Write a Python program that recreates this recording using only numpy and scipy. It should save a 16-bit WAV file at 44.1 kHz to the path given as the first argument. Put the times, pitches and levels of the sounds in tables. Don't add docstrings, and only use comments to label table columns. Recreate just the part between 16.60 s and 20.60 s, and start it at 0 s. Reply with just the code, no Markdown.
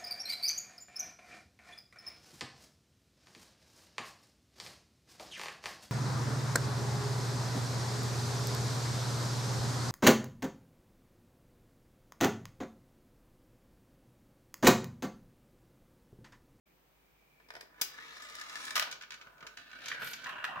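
import sys
import numpy as np
from scipy import signal
from scipy.fft import rfft, irfft
from scipy.io import wavfile
from scipy.ndimage import uniform_filter1d

SR = 44100
rng = np.random.default_rng(int(sys.argv[2]) if len(sys.argv) > 2 else 0)


def unload_audio(sound):
    columns = np.transpose(np.atleast_2d(sound))
    steps = np.round(np.clip(columns, -1, 1) * 32767)
    wavfile.write(sys.argv[1], SR, steps.astype(np.int16))


N = 176400

# start_s, relative_db, treble_db, bass_db, ring_t60_s
LAUNCHER_CLICKS = [(.799, -52.5, -30, -9, 0.042), (.886, -49, 2, 4, 0.031), (.9042, -35.5, -8, -5, 0.012),
                   (.9375, -44, 5, 10, 0.02), (.9517, -37, -3, 5, .018), (.9645, -38.5, -6, 5, 0.033),
                   (1.0085, -37.5, 5, -15.5, .025), (1.0265, -46.5, -6, 13, 0.053)]
RIM_KNOCKS = [(1.2128, -22.5, -6, 3.1, 0.008), (1.2140, -17, 8.5, 2.2, 0.017),
              (1.2163, -16.5, 1, 1.6, 0.018)]
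SPIRAL_TICKS = [(1.3415, -40, 3, 6, .02), (1.3846, -32.5, -40, -14, .018), (1.5677, -39.5, 6, -3, .025),
                (1.621, -38.5, 22, 5, 0.03), (1.698, -39, 19, 10, 0.0095), (1.7515, -33.5, 21, 9, 0.026),
                (1.785, -34, -5, -10, 0.03), (1.7975, -36, 10, -18, 0.015), (1.8127, -29, 7, -8, 0.019),
                (1.8955, -34, 7, -11, 0.016), (1.9553, -27.5, 2, -2, 0.0095), (1.968, -34, 3, 0, 0.031),
                (2.0517, -32.5, 26, -11, 0.016), (2.069, -37, 12, 5, 0.017), (2.080, -29.5, -10, -20, .02),
                (2.106, -25.5, 10, -11, .022)]
EXIT_CLATTER = [(2.1548, -18, 7, 1, 0.037), (2.1628, -16.5, 0, -2, 0.036), (2.170, -31, -7, 1, 0.024),
                (2.1778, -19.5, 4, 5, 0.017), (2.1958, -17, 6, -6, 0.0083), (2.218, -28, -11, 2.5, 0.017),
                (2.2244, -21, -6, -1, 0.014), (2.272, -36, -16, 18, 0.015)]
JOINT_KNOCKS = [(2.3124, -28, 14, -10, 0.032), (2.325, -27, 3, -7, 0.017), (2.355, -42, 2, 11, 0.032),
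                (2.410, -33.5, -6, -7, 0.046), (2.422, -35, 2, 2, .025), (2.434, -34, -18, -4, 0.039),
                (2.5055, -30.5, -3, -9, .018), (2.519, -31.5, 2, 0, 0.026), (2.531, -36, -18.5, -9, 0.025),
                (2.540, -34, 2, 0, 0.034), (2.575, -57, -2, 0, 0.017), (2.612, -35.5, -9, 0, .05),
                (2.670, -42.5, -13, 23, 0.014), (2.78, -49.5, -7, -2, .02), (2.806, -41, -7, 12, 0.033),
                (2.826, -36, -16, 19, .035), (2.8665, -33.5, 1, -4, 0.024), (2.871, -35, 7, -12, 0.016),
                (2.969, -44.5, 2, -9, 0.025), (2.9725, -32.5, 4, 10, 0.017), (3.114, -38.5, -8, 2, 0.027),
                (3.218, -42, 5, 16, 0.02), (3.258, -28.5, 11, 6, .028), (3.2825, -24.5, 15, 7, 0.034),
                (3.315, -26, -33, -7, 0.017), (3.4195, -28.5, -20, 14.5, 0.035),
                (3.4355, -35, -12, 17, 0.0075), (3.473, -28.5, -12.5, -3, .03),
                (3.5325, -26, 12, 14, 0.046), (3.642, -31, 5, 10, .025)]
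TILE_KNOCKS = [(3.660, -27, -11, 6, 0.0094), (3.667, -27.5, 7, -8, 0.022), (3.690, -26, 9, -3, 0.074),
               (3.7595, -47, -7, -5, 0.024), (3.785, -31, -18, 9, .02), (3.8418, -19.5, 7, 2, .012),
               (3.850, -21, 9.5, -4, 0.011), (3.877, -36, 3, 6, .03), (3.968, -31, -19, 17, 0.024)]
# time_s, relative_db, treble_db
SPIRAL_ROLL = [(1.04, -72.5, -36), (1.2, -55.5, -9), (1.31, -59, -1), (1.38, -55.5, -1), (1.5, -52.5, -2.5),
               (1.58, -51.5, -2.5), (1.75, -51.5, 0), (1.86, -50.5, -1.5), (2.0, -49, 2),
               (2.09, -49.5, 1.5), (2.15, -50, -8)]
JUNCTION_ROLL = [(2.17, -53.5, -10), (2.26, -54, 15), (2.33, -56.5, -4), (2.39, -68, -6), (2.56, -66, 11),
                 (2.66, -58, 2), (2.76, -63.5, 4), (2.85, -53, -2), (2.96, -69, 14)]
RAIL_ROLL = [(2.97, -48.5, -0.5), (3.03, -58.5, -0.5), (3.105, -55.5, -2), (3.125, -51, -0.5),
             (3.2, -52, -2), (3.25, -49.5, 5), (3.32, -46.5, 6), (3.385, -44, -9.5), (3.43, -37, -6),
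             (3.5, -51.5, 7), (3.55, -53.5, 4), (3.585, -51.5, 3.5), (3.65, -46, 0)]
RAIL_HISS = [(3.39, -69, 0), (3.425, -54, 0), (3.46, -50, 0), (3.53, -55, 0), (3.57, -71, 0)]
TILE_ROLL = [(3.655, -48.5, 2.4), (3.73, -46, 0.91), (3.78, -48, -0.62), (3.82, -49.5, -0.68),
             (3.88, -44.5, 0.36), (3.94, -48, -2.4), (3.97, -47, -3.1), (4.0, -49.5, -2.6)]
# time_s, centre_hz, lift_db
THIN_TONE = [(.1, 2350, 6.5), (.22, 2330, -6), (.4, 2380, 3), (.68, 2380, 9), (.86, 2330, 13),
             (.95, 2330, -3)]
SPIRAL_SWIRL = [(1.36, 1670, 1), (1.42, 1830, 10), (1.49, 2850, 4), (1.55, 4950, 7.5), (1.6, 5300, 4),
                (1.63, 7650, 14.5), (1.75, 8700, -8), (1.86, 8700, 3.5), (2.05, 9800, 15)]
RAIL_SWIRL = [(3.1, 1550, 1), (3.29, 1800, 4), (3.317, 1910, 14.5), (3.35, 1620, 9), (3.43, 1700, 2.5),
              (3.48, 1600, -2)]
TILE_SWIRL = [(3.67, 1120, 11.6), (3.73, 1110, 5.7), (3.77, 1400, 9.8), (3.81, 1620, 10.5),
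              (3.88, 880, 8.5), (3.98, 1070, 15.3)]
# frequency_hz, relative_db
ROOM_TONE_COLOUR = [(15, -42), (28, -22), (53, -8.5), (92, -17.5), (145, -7.5), (212, -11.5), (330, -10.5),
                    (911, -14), (1650, -18), (2350, -19), (4870, -26.5), (11300, -32), (14800, -21.5),
                    (16000, -22.5)]
LAUNCHER_COLOUR = [(59, -63), (100, -37), (295, -15.5), (452, -4), (513, -12), (705, -5), (784, -13),
                   (970, -6), (1310, -10), (2000, -5), (2860, -13.5), (4380, -14.5), (4980, -10),
                   (6560, -21.5), (16000, -31)]
SPIRAL_COLOUR = [(60, -43), (130, -30), (300, -9.5), (660, -12), (1000, -6), (1270, -1.5), (1470, -3.5),
                 (1740, -1.5), (2970, -8.5), (3760, -6), (4120, -7.5), (5300, -9.5), (7230, -14.5),
                 (8120, -20.5), (13300, -27.5), (16000, -29)]
RIM_COLOUR = [(50, -40), (120, -24), (400, -15.5), (620, -25), (836, -10.5), (1060, -17.5), (1230, -13),
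              (1480, -12.5), (3400, -7), (3700, -9.5), (4870, -6.5), (8000, -10.5), (10200, -17.5),
              (11200, -13), (16000, -10.5)]
EXIT_COLOUR = [(59, -63), (100, -36), (547, -21), (583, -13), (1130, -7.5), (1680, -1.5), (2040, -6.5),
               (2630, -6), (3470, -7.5), (5650, -10), (8830, -24), (12400, -21), (16000, -27)]
JUNCTION_COLOUR = [(59, -32), (100, -17), (210, -11), (373, -5.5), (461, -5), (535, -1.5), (818, -6),
                   (1520, 3), (2000, -15), (16000, -40)]
JOINT_COLOUR = [(50, -63), (110, -24), (415, -31.5), (768, -30.5), (900, -15.5), (1580, -6.5),
                (1870, -10.5), (2270, -6.5), (2800, -7.5), (6840, -14), (8640, -30.5), (12700, -30),
                (16000, -39)]
RAIL_COLOUR = [(50, -59), (110, -15), (283, -16.5), (400, -22), (691, -17), (1200, -16), (1550, -2.5),
               (1910, -13.5), (2270, -10.5), (3120, -12), (4470, -16), (5530, -22.5), (8280, -32.5),
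               (12700, -36), (16000, -45)]
HISS_COLOUR = [(3000, -14), (10300, -13.5), (11500, -10), (12900, -1.5), (14400, -14), (15200, -16),
               (16000, -20)]
TILE_COLOUR = [(59, -41), (100, -27), (160, -13.5), (239, -22), (373, -17.5), (433, -23.5), (621, -10.5),
               (891, -13.5), (1080, -8.5), (1330, -10), (1450, -6.5), (2080, -18), (2690, -10), (4290, -28),
               (16000, -48)]
TILE_EDGE_COLOUR = [(59, -31), (100, -16.5), (471, -33), (991, -7.5), (1680, -1), (2130, -9.5), (2750, -10),
                    (3400, -14), (3860, -15.5), (5300, -23.5), (9820, -36), (12700, -34.5), (16000, -42)]
# pitch_hz, width_hz, lift_db
ROOM_WHINES = [(2320, 120, 3.5), (14300, 220, 0)]
LAUNCHER_MODES = [(610, 62, 5.5), (700, 54, 4), (1620, 160, 7.5), (3450, 300, 3.5), (5100, 300, 5)]
TOWER_MODES = [(1240, 93, 2.9), (1724, 120, 1.3), (1745, 34, 3.2), (2260, 96, 3.5), (2730, 90, 1.9),
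               (3800, 98, 3.6)]
RIM_MODES = [(2270, 93, 7.1), (3434, 33, 10), (4940, 50, 13.2), (5400, 100, 4.5), (6200, 110, 6.6),
             (11200, 240, 5), (14500, 220, 4)]
TICK_MODES = [(1756, 110, 14.6), (3700, 100, 5.9), (5070, 290, 9.2), (7130, 250, 5.6), (8700, 350, 7.6)]
RAIL_MODES = [(530, 110, 5.2), (1454, 77, 5.5), (1566, 68, 4.5), (1770, 50, 5.2), (2250, 70, 5.8),
              (3820, 54, 3.5), (4600, 71, 6), (5400, 68, 2), (6600, 130, 2.7)]
TILE_MODES = [(1060, 200, 2.9), (1394, 18, 7.8), (1600, 110, 1.7), (1820, 170, 8.1), (2740, 150, 7.3),
              (3870, 50, 6.1)]
# pitch_hz, level_db
MAINS_HUM = [(50, -78.5), (150, -84.5)]
# time_s, left_lead_samples, left_minus_right_db
MARBLE_PLACE = [(.9, 9, 2), (1.21, 6.5, 0.5), (1.7, 8.5, 1.5), (2.17, 5, 0.5), (2.87, 5, 0),
                (3.3, 1.5, 0.5), (3.66, -2.5, -1), (3.9, -1, 0)]
# frequency_hz, left_minus_right_db
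STEREO_LEAN = [(100, -4.5), (1000, 0.5), (2200, -1.5), (4500, -0.5), (9000, 3.5), (15000, 4)]
# frequency_hz, correlation (negative counts as 0)
ROOM_TONE_LIKENESS = [(60, 0.63), (240, 0.53), (950, -0.026), (3770, -0.07), (15000, -0.71)]
TRACK_LIKENESS = [(100, 1), (700, 0.89), (1600, 0.81), (4000, 0.48), (14000, 0.24)]
# frequency_hz, t60_s
ROOM_DECAY = [(150, .3), (500, 0.57), (1400, 0.35), (3700, 0.36), (9000, 0.21), (15000, 0.24)]


def amp(db):
    return 10 ** (np.asarray(db) / 20)


def unit_rms(x):
    return x / np.sqrt(np.mean(x ** 2) + 1e-20)


def at_hz(points, hz):
    f, value = np.transpose(points)
    return np.interp(np.log(hz + 1), np.log(f + 1), value)


def resonances(modes, hz):
    peaks = ((amp(abs(db)) ** 2 - 1) / (1 + (2 * (hz - f) / width) ** 2) for f, width, db in modes)
    return np.sqrt(1 + sum(peaks))


def stereo_pair(spectra, likeness, hz):
    shared = np.clip(at_hz(likeness, hz), 0, 1)
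    return np.array([spectra[0], shared * spectra[0] + np.sqrt(1 - shared ** 2) * spectra[1]])


def swirl(x, curve, width_hz):
    t = np.arange(N) / SR
    when, centre_hz, lift_db = np.transpose(curve)
    carrier = np.exp(2j * np.pi * np.cumsum(np.interp(t, when, centre_hz)) / SR)
    pole = np.exp(-np.pi * width_hz / SR)
    band = 2 * (carrier * signal.lfilter([1 - pole], [1, -pole], x / carrier)).real
    return x + (amp(np.interp(t, when, lift_db)) - 1) * band


def room_tone(noise_db=-68):
    hz, t = np.fft.rfftfreq(N, 1 / SR), np.arange(N) / SR
    white = stereo_pair(rfft(rng.standard_normal((2, N))), ROOM_TONE_LIKENESS, hz)
    noise = irfft(white * amp(at_hz(ROOM_TONE_COLOUR, hz)) * resonances(ROOM_WHINES, hz))
    hum = sum(amp(db) * np.sqrt(2) * np.sin(2 * np.pi * f * t) for f, db in MAINS_HUM)
    return swirl(amp(noise_db) * unit_rms(noise) + hum, THIN_TONE, width_hz=180)


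def microphone(time_s, hz):
    when, leads, pans_db = np.transpose(MARBLE_PLACE)
    lead = np.interp(time_s, when, leads)
    pan_db = np.interp(time_s, when, pans_db) + at_hz(STEREO_LEAN, hz)
    delay_s = np.maximum([[-lead], [lead]], 0) / SR
    return amp([pan_db / 2, -pan_db / 2]) * np.exp(-2j * np.pi * hz * delay_s)


def contact(time_s, colour, modes, ring_s, treble_db=0, bass_db=0, size=8192):
    attack_s, treble_hz, bass_hz = 0.00074, 4970, 794
    t, hz = np.arange(size) / SR, np.fft.rfftfreq(size, 1 / SR)
    envelope = (1 - np.exp(-t / attack_s)) * amp(-60 * t / ring_s)
    burst = rfft(rng.standard_normal((2, size)) * envelope)
    flattened = burst / np.sqrt(uniform_filter1d(abs(burst) ** 2, size=160, axis=1))
    shelves_db = treble_db * hz ** 2 / (hz ** 2 + treble_hz ** 2) + bass_db / (1 + (hz / bass_hz) ** 2)
    log_gain = np.log(amp(at_hz(colour, hz) + shelves_db) * resonances(modes, hz) + 1e-5)
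    body = np.exp(np.conj(signal.hilbert(np.r_[log_gain, log_gain[-2:0:-1]])))[:len(hz)]
    sound = irfft(stereo_pair(flattened, TRACK_LIKENESS, hz) * body * microphone(time_s, hz))
    fade = np.clip(2 - 2.5 * t / t[-1], 0, 1)
    return unit_rms(sound * fade) / np.sqrt(size)


def knocks(rows, colour, modes, gain_db):
    mix = np.zeros((2, N))
    for start_s, db, treble_db, bass_db, ring_s in rows:
        blow = amp(db + gain_db) * contact(start_s, colour, modes, ring_s, treble_db, bass_db)
        span = mix[:, round(start_s * SR):][:, :blow.shape[1]]
        span += blow[:, :span.shape[1]]
    return mix


def launcher():
    return knocks(LAUNCHER_CLICKS, LAUNCHER_COLOUR, LAUNCHER_MODES, gain_db=16)


def roll(curve, colour, modes, gain_db, bumps_per_s, spread_db, spots=9, split_hz=2100):
    when, db, treble_db = np.transpose(curve)
    t = np.arange(N) / SR
    hits = rng.random(N) < bumps_per_s / SR
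    bumps = hits * amp(spread_db * np.minimum(rng.exponential(1, N), 3)) * rng.choice([-1, 1], N)
    bumps /= np.sqrt(abs(uniform_filter1d(bumps ** 2, size=1200)) + 1e-6)
    bumps *= amp(np.interp(t, when, db) + gain_db) * (t > when[0]) * (t < when[-1])
    spot_times = np.linspace(when[0], when[-1], spots)
    position = np.interp(t, spot_times, np.arange(spots)) + .5 * rng.standard_normal(N)
    spot = np.clip(np.round(position), 0, spots - 1)
    sound = np.zeros((2, N))
    for k, time_s in enumerate(spot_times):
        ring = contact(time_s, colour, modes, ring_s=0.032)
        sound += signal.oaconvolve((bumps * (spot == k))[None], ring, axes=1)[:, :N]
    lows = signal.sosfiltfilt(signal.butter(2, split_hz, fs=SR, output="sos"), sound + 1e-18)
    return lows + (sound - lows) * amp(np.interp(t, when, treble_db))


def spiral_tower():
    drop = knocks(RIM_KNOCKS, RIM_COLOUR, RIM_MODES, gain_db=14.5)
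    circling = roll(SPIRAL_ROLL, SPIRAL_COLOUR, TOWER_MODES, gain_db=0, bumps_per_s=900, spread_db=4.5)
    ticks = knocks(SPIRAL_TICKS, SPIRAL_COLOUR, TICK_MODES, gain_db=13.5)
    clatter = knocks(EXIT_CLATTER, EXIT_COLOUR, TOWER_MODES, gain_db=15)
    return drop + swirl(circling, SPIRAL_SWIRL, width_hz=460) + ticks + clatter


def junction():
    return roll(JUNCTION_ROLL, JUNCTION_COLOUR, TOWER_MODES, gain_db=-2.5, bumps_per_s=860, spread_db=3)


def metal_rails():
    joints = knocks(JOINT_KNOCKS, JOINT_COLOUR, RAIL_MODES, gain_db=12)
    rolling = roll(RAIL_ROLL, RAIL_COLOUR, RAIL_MODES, gain_db=-1.5, bumps_per_s=700, spread_db=4)
    hiss = roll(RAIL_HISS, HISS_COLOUR, [], gain_db=0, bumps_per_s=3000, spread_db=20)
    return swirl(joints + rolling, RAIL_SWIRL, width_hz=117) + hiss


def hollow_tiles():
    rumble = roll(TILE_ROLL, TILE_COLOUR, TILE_MODES, gain_db=-2, bumps_per_s=580, spread_db=1.5)
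    edges = knocks(TILE_KNOCKS, TILE_EDGE_COLOUR, TILE_MODES, gain_db=12)
    return swirl(rumble, TILE_SWIRL, width_hz=260) + edges


def room_echo(x, early_db=-5.5, early_t60_s=0.068, tail_db=-7.5, tail_rise_s=0.018, size=26000):
    t = np.arange(size) / SR
    hz, frame_s, noise = signal.stft(rng.standard_normal((2, size)), SR, nperseg=256)
    decay = amp(-60 * frame_s / at_hz(ROOM_DECAY, hz)[:, None])
    tail = signal.istft(noise * decay, SR, nperseg=256)[1][:, :size] * np.minimum(t / tail_rise_s, 1)
    reflections = rng.standard_normal((2, size)) * (rng.random((2, size)) < .04)
    early = reflections * amp(-60 * t / early_t60_s) * (t > .002)
    echo = amp(early_db) * unit_rms(early) + amp(tail_db) * unit_rms(tail)
    return signal.fftconvolve(x, echo / np.sqrt(size), axes=1)[:, :N]


def scene():
    run = launcher() + spiral_tower() + junction() + metal_rails() + hollow_tiles()
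    return room_tone() + run + room_echo(run)


def record(dry, silence_s=.055, fade_s=.015, cutoff_hz=16000):
    fade_in = np.clip((np.arange(N) / SR - silence_s) / fade_s, 0, 1)
    lowpass = signal.firwin(255, cutoff_hz, window=("kaiser", 8), fs=SR)
    return signal.oaconvolve(dry * fade_in, lowpass[None], "same")


dry = scene()
out = record(dry)
unload_audio(out)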